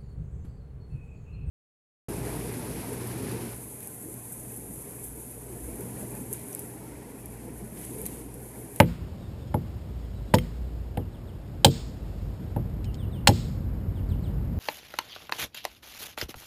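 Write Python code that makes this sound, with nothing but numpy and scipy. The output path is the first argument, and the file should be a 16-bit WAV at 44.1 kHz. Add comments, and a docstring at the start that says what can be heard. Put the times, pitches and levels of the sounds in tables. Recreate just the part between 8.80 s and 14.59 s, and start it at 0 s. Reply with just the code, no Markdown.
"""A man hollows a big log with an adze in a garden, between a shed wall and trees; far traffic rumbles.
A hard chop opens: log modes boom, wall modes knock, and fainter birds soon twitter as short random glides.
Light, dull chops alternate with hard ones; noise bursts crack as chips split and scrape as the blade comes out.
A small bird sings phrases of three falling sine glides; delayed noise tails return the sounds from the garden.
The traffic noise swells late; throughout, a camera holds its 12 kHz samples, which adds a glassy top."""
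import sys
import numpy as np
from scipy import signal
from scipy.fft import rfft, irfft
from scipy.io import wavfile

SR = 44100
rng = np.random.default_rng(int(sys.argv[2]) if len(sys.argv) > 2 else 0)


def persist_wave(psi):
    """Save psi, clipped to +-1, as 16-bit WAV."""
    counts = np.round(np.clip(psi, -1, 1) * 32767).astype(np.int16)
    wavfile.write(sys.argv[1], SR, np.atleast_2d(counts).T)


N = 255339
TIME = np.arange(N) / SR


def from_db(db):
    """Level law: decibels to an amplitude gain."""
    return 10 ** (np.asarray(db) / 20)


def rms_one(x):
    """Normalisation: scale a signal to unit rms."""
    return x / np.sqrt(np.mean(x ** 2) + 1e-20)


def in_time(rows):
    """Linear interpolation: each column of a curve at every sample."""
    s, *columns = np.transpose(rows)
    return [np.interp(TIME, s, column) for column in columns]


def add(out, s, sound):
    """Superposition: mix a sound in at a time in seconds."""
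    start = max(0, round(s * SR))
    out[start:start + len(sound)] += sound[:N - start]


def band(x, hz, kind, order=2):
    """Frequency selection: causal Butterworth filter."""
    return signal.sosfilt(signal.butter(order, hz, kind, fs=SR, output="sos"), x + 1e-18)


def noise(spectrum):
    """Spectral shaping: steady noise of a given colour, rms 1."""
    hz, db = np.transpose(spectrum)
    f = np.maximum(np.fft.rfftfreq(N, 1 / SR), 1)
    skirts = np.minimum(1, f / hz[0]) ** 2 * np.minimum(1, hz[-1] / f) ** 2
    colour = from_db(np.interp(np.log(f), np.log(hz), db))
    return rms_one(irfft(rfft(rng.standard_normal(N)) * skirts * colour, N))


def ringing(modes, spread_db, shape=np.sin):
    """Modal superposition: decaying modes answer a tap, each tap weighting them anew."""
    hz, db, t60 = np.transpose(modes)[:, :, None]
    t = TIME[:SR // 2]
    strength_db = db + spread_db * rng.standard_normal(db.shape)
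    return np.sum(from_db(strength_db - 60 * t / t60) * shape(2 * np.pi * hz * t), axis=0)


def tearing(length, fade_t60, grain_db):
    """Fracture noise: a dense run of uneven snaps lasts a while and then dies."""
    t = TIME[:SR // 10]
    grain = np.repeat(rng.standard_normal(len(t)), repeats=16)[:len(t)]
    snaps = rng.standard_normal(len(t)) * from_db(grain_db * grain)
    run = snaps * from_db(-60 * np.maximum(t - length, 0) / fade_t60)
    # total energy grows with the duration of the run
    energy = (length + fade_t60 / np.log(1e6)) * SR
    return run * np.sqrt(energy / np.sum(run ** 2))


def scatter(x, delay, rise, t60, low_hz, high_hz):
    """Diffuse reflection: an echo from many small surfaces starts late, swells and dies."""
    t = np.maximum(TIME[:SR] - delay, 0)
    echo = band(rng.standard_normal(SR), [low_hz, high_hz], "band")
    swell = (1 - np.exp(-t / rise)) * from_db(-60 * t / t60)
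    return signal.fftconvolve(x, echo * swell / np.sqrt(np.sum(swell ** 2)))[:N]


# swell of the far traffic's rumble: t/s, relative level/dB
TRAFFIC_SWELL = [(0.25, -39.5), (2.16, -43), (4.35, -34.5), (4.52, -33), (5.02, -33.5), (5.79, -30.5)]
# spectrum of the traffic's bass: f/Hz, relative spectral level/dB
RUMBLE_COLOUR = [(25, -22.5), (45, -5), (70, -1), (88, 3), (135, -4.5), (200, -9), (280, -17), (450, -34)]
# spectrum of the traffic's mid-range: f/Hz, relative spectral level/dB
WASH_COLOUR = [(180, -7), (320, 0), (500, -4), (800, -11.5), (1300, -18.5), (2200, -24.5), (3500, -37)]


def traffic():
    """Broadband radiation: low noise swells, and a mid-range wash follows part of its swing."""
    rumble_db, = in_time(TRAFFIC_SWELL)
    # -48.5 dB at the mean rumble level, and 0.28 of the swing
    wash_db = -48.5 + 0.28 * (rumble_db - rumble_db.mean())
    rumble = from_db(rumble_db + 2.5) * noise(RUMBLE_COLOUR)
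    return rumble + from_db(wash_db) * noise(WASH_COLOUR)


# pitch and strength of the far engine: t/s, f/Hz, relative level/dB
ENGINE_DRONE = [(0, 55.3, -36), (.75, 62.7, -44), (1.25, 58.95, -31), (1.5, 53, -33.5), (1.97, 60, -28),
                (2.5, 47.13, -43.5), (3.3, 49.7, -34), (4.2, 52, -32.5), (5.1, 54.57, -31),
                (5.79, 46.8, -31.5)]


def engine():
    """Phase and amplitude modulation: a low sine drone wavers in both."""
    drone_hz, drone_db = in_time(ENGINE_DRONE)
    waver = noise([(2, -2.5), (6, -4.5), (14, -14.5)])
    wander = 0.5 * noise([(2, -4.0), (10, -13)])   # radians
    drone = np.sin(2 * np.pi * np.cumsum(drone_hz) / SR + wander)
    return from_db(drone_db - 1.5) * drone * (1 + 0.3 * waver)


# strength of the breeze in the leaves: t/s, level before gusts/dB
BREEZE_LEVEL = [(0, -61.5), (1.8, -62.5), (2.4, -65.5), (3.4, -61), (4.3, -67.5), (5.79, -64)]
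# spectrum of the leaves' hiss: f/Hz, relative spectral level/dB
LEAF_COLOUR = [(1500, -14), (2800, 0.5), (4000, -1.5), (5600, -1.5)]


def leaves():
    """Random excitation: the breeze draws a faint hiss from the leaves, in small gusts."""
    leaves_db, = in_time(BREEZE_LEVEL)
    gusts = noise([(3, -1), (12, -8.5)])
    return from_db(leaves_db + 0.31 * gusts) * noise(LEAF_COLOUR)


def background():
    """Superposition: traffic, engine and leaves sound independently."""
    return traffic() + engine() + leaves()


def twitter(count=9):
    """Frequency glide: short far notes at random moments bend a little up or down from a random pitch."""
    length_s, level_db, largest_glide = 0.0456, -65, 0.114   # glide as a share of the pitch
    # columns drawn: start in s, pitch in Hz, direction and share of the largest glide
    rows = rng.uniform([0.3, 3300, -1], [1.8, 5030, 1], (count, 3))
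    return [(s, length_s, hz, hz * (1 + largest_glide * bend), level_db) for s, hz, bend in rows]


# the near bird's phrases: t/s, level/dB, start f/Hz of the later notes, note length t/s
BIRD_PHRASES = [(1.007, -72, 4170, 0.043), (2.188, -61, 4190, 0.053), (4.037, -55, 3964, .082),
                (5.148, -56, 4800, 0.057)]


def phrases(count=3):
    """Periodic repetition: evenly paced slurs all fall to one pitch."""
    period_s, end_hz = 0.139, 2700
    notes = []
    for s, db, top_hz, length_s in BIRD_PHRASES:
        for k in range(count):
            # the first note starts lower and is softer
            pitch_ratio, softer_db = (1, 0) if k else (0.82, -3)
            notes.append((s + k * period_s, length_s, top_hz * pitch_ratio, end_hz, db + softer_db))
    return notes


def birds():
    """Frequency modulation: each whistle glides fast, then levels off, trembling in pitch and strength."""
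    out, tremble = np.zeros(N), noise([(20, -1.5), (120, -7.5)])
    for s, length_s, start_hz, end_hz, db in phrases() + twitter():
        u = np.linspace(0, 1, round(length_s * SR))
        shake = tremble[round(s * SR):][:len(u)]
        glide = end_hz + (start_hz - end_hz) * (1 - u) ** 1.4
        whistle = np.sin(2 * np.pi * np.cumsum(glide * (1 + 0.0067 * shake)) / SR)
        envelope = np.sqrt(4 * u * (1 - u))
        add(out, s, from_db(db + 2 * shake) * envelope * whistle)
    return out


# splitting wood, and faint scrapes as the blade is pulled out (the two near 4.1 s); first of two bursts:
# t/s, relative level/dB, gap to second burst t/s, band reference f/Hz
CRACKS_AND_SCRAPES = [(1.543, -18, 0.0068, 4860), (1.5842, -21.5, 0.00185, 2530),
                      (2.8461, -1.5, .0042, 4300), (2.865, -22.5, 0.0017, 3500), (4.043, -42, .008, 4200),
                      (4.142, -44.5, .009, 4530), (4.4728, -2, .0068, 5400)]
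# modes of the steel head: f/Hz, mean relative level/dB, decay t60/s
HEAD_MODES = [(2129, -26.5, 0.022), (2514, -29, .035), (2567, -29.5, 0.03), (3150, -20.5, .048),
              (3120, -38.5, .04), (3870, -39.5, .03), (5150, -27, 0.033), (5080, -26, .045),
              (5400, -24.5, .045), (5520, -25, 0.023)]


def cracks_and_scrapes():
    """Impulsive excitation: splitting wood or the scraping blade gives two bursts that ring the steel head."""
    out = np.zeros(N)
    for s, db, gap_s, hz in CRACKS_AND_SCRAPES:
        edges = [hz * 0.6, hz * 1.3]
        # the second burst is 6.5 dB weaker
        for burst_s, burst_db in (s, db), (s + gap_s, db - 6.5):
            # full strength lasts for 0.39 of the time between the two
            burst = band(tearing(0.39 * gap_s, fade_t60=0.012, grain_db=0.5), edges, "band")
            steel = band(ringing(HEAD_MODES, spread_db=5.0), edges, "band", order=1)
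            add(out, burst_s, from_db(burst_db + 4.0) * burst)
            add(out, burst_s, from_db(burst_db + 8.5) * steel)
    return out


def returning_waves(centre_hz, octaves, loss_db, count=3):
    """Dispersion: bending waves travel as the root of frequency, so each far-end return sweeps down."""
    round_trip_s = 0.0085   # to the far end of the log and back, at 1 kHz
    t, out = TIME[1:SR // 8], 0
    for trip in range(1, count + 1):
        hz = 1000 * (trip * round_trip_s / t) ** 2
        strength = np.exp(-(np.log2(hz / centre_hz) / octaves) ** 2) * from_db(-loss_db * (trip - 1))
        out = out + strength * np.sin(2 * np.pi * hz * t)
    return out


# bending modes of the whole log on its bearers: f/Hz, mean relative level/dB, decay t60/s
LOG_MODES = [(96.8, -16.5, 0.17), (113.5, -16.5, .22), (139.6, -15, 0.24), (170.7, -17, 0.41),
             (196.2, -8, 0.1), (224, -13.5, 0.13), (235.5, -20.5, 0.42), (264, -24, 0.33),
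             (301, -24.5, 0.073), (320, -32, 0.075), (372, -29.5, .13), (423, -31, 0.099)]


def log_boom(cut_s):
    """Forced vibration: the push of the cut drives the log's bending modes."""
    t = TIME[:SR // 20]
    # the force grows through the cut and drops within a millisecond or two
    release = (1 - np.tanh((t - cut_s) / 0.00072)) / 2
    push = np.minimum(t / cut_s, 1) * release
    boom = signal.fftconvolve(push, ringing(LOG_MODES, spread_db=2.0, shape=np.cos))
    # the camera's microphone picks up little of the thump's deepest bass
    return band(boom, 87, "high", order=4)


# modes of the hollowed wall at pitch ratio 1: f/Hz, mean relative level/dB, decay t60/s
WALL_MODES = [(299.4, -25.5, 0.17), (467, -25, 0.2), (497.4, -22, 0.1), (549, -11.5, 0.044),
              (612, -20.5, 0.044), (680, -26, .04), (820, -11.5, .052), (914, -14, 0.048),
              (1052, -29.5, 0.058), (1280, -31.5, .022), (1690, -24.5, 0.023)]


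def wall_knock(pitch):
    """Modal superposition: wall thickness where the blade lands sets the pitch; neighbours swing oppositely."""
    knock = 0
    for k, (hz, db, t60) in enumerate(WALL_MODES):
        knock = knock + (-1) ** k * ringing([(hz * pitch, db, t60)], spread_db=1.5)
    return knock


# blows of the adze: t/s, cut duration t/s, relative thump level/dB, relative knock level/dB,
# relative bite level/dB, wall pitch ratio/1
ADZE_BLOWS = [(.0006, 0.0035, 1.5, 4.5, -6.5, 1.06), (0.7416, 0.0049, -5.5, -9, -34, 1.024),
              (1.5382, 0.0041, 1, -1, -16, 1.07), (2.1716, 0.0061, -9.5, -15.5, -33, 0.9),
              (2.8454, .013, 2.5, 2.5, -15, .98), (3.762, 0.0052, -9, -17, -44, 1.0),
              (4.4722, 0.016, 2, -3.5, -8.5, 1)]


def blows():
    """Impact and release: the blade knocks the wall, pushes the log while it cuts, then lets it spring back."""
    out = np.zeros(N)
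    for s, cut_s, thump_db, knock_db, bite_db, pitch in ADZE_BLOWS:
        add(out, s, from_db(thump_db - 37.0) * log_boom(cut_s))
        waves = returning_waves(centre_hz=320, octaves=1.3, loss_db=6.0)
        add(out, s + cut_s, from_db(thump_db - 20.0) * waves)
        knock = wall_knock(pitch)
        add(out, s, from_db(knock_db + 1.0) * knock)
        # the exit knock grows in proportion to the length of the cut
        add(out, s + cut_s, from_db(thump_db - 2.0) * cut_s / 0.027 * knock)
        bite = band(tearing(length=0.0014, fade_t60=0.022, grain_db=4), [800, 2400], "band")
        add(out, s, from_db(bite_db + 9.0) * bite)
    return out


def foliage(x, low_hz, high_hz, delay, rise, t60):
    """Energy scattering: countless leaves turn one band into a smooth late hiss that follows its energy."""
    t = np.maximum(TIME[:SR] - delay, 0)
    swell = ((1 - np.exp(-t / rise)) * from_db(-60 * t / t60)) ** 2
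    power = band(x, [low_hz, high_hz], "band") ** 2
    energy = signal.fftconvolve(power, swell / swell.sum())[:N]
    hiss = rms_one(band(rng.standard_normal(N), [low_hz, high_hz], "band"))
    return np.sqrt(np.abs(energy)) * hiss


def garden(x):
    """Reflection: ground and shed wall answer promptly; the trees answer later, mostly with treble."""
    thud = from_db(-13.0) * scatter(x, delay=0.014, rise=0.0036, t60=0.21, low_hz=160, high_hz=354)
    near = from_db(-20.0) * scatter(x, delay=0.007, rise=0.003, t60=0.13, low_hz=1390, high_hz=7000)
    treble = from_db(-22.5) * foliage(x, low_hz=3230, high_hz=6330, delay=0.045, rise=0.015, t60=0.63)
    middle = from_db(-31.5) * foliage(x, low_hz=808, high_hz=2776, delay=0.062, rise=0.02, t60=0.6)
    return x + thud + near + treble + middle


def scene():
    """Superposition: chops with garden echoes and birds with their own, over the background."""
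    song = birds()
    echo = scatter(song, delay=0.0091, rise=0.01, t60=0.26, low_hz=2000, high_hz=6910)
    song = song + from_db(-6.0) * echo
    return (background() + song + garden(blows() + cracks_and_scrapes()))[None, :]


def record(dry):
    """Sample and hold: the camera samples slowly, clips overloads and mirrors sound about 6 and 12 kHz."""
    camera_rate, cutoff_hz = 12000, 15400   # samples per second, Hz
    limited = band(dry, 5600, "low", order=14)
    sampled = signal.resample_poly(limited, camera_rate, SR, axis=1, window=("kaiser", 3))
    slow = np.clip(sampled, -1, 1)
    # each sample is held for four steps of a faster clock
    stairs = np.repeat(slow, 4, axis=1)
    held = signal.resample_poly(stairs, SR, 4 * camera_rate, axis=1)[:, :N]
    return signal.sosfilt(signal.ellip(10, 0.1, 70, cutoff_hz, fs=SR, output="sos"), held)


dry = scene()
out = record(dry)
persist_wave(out)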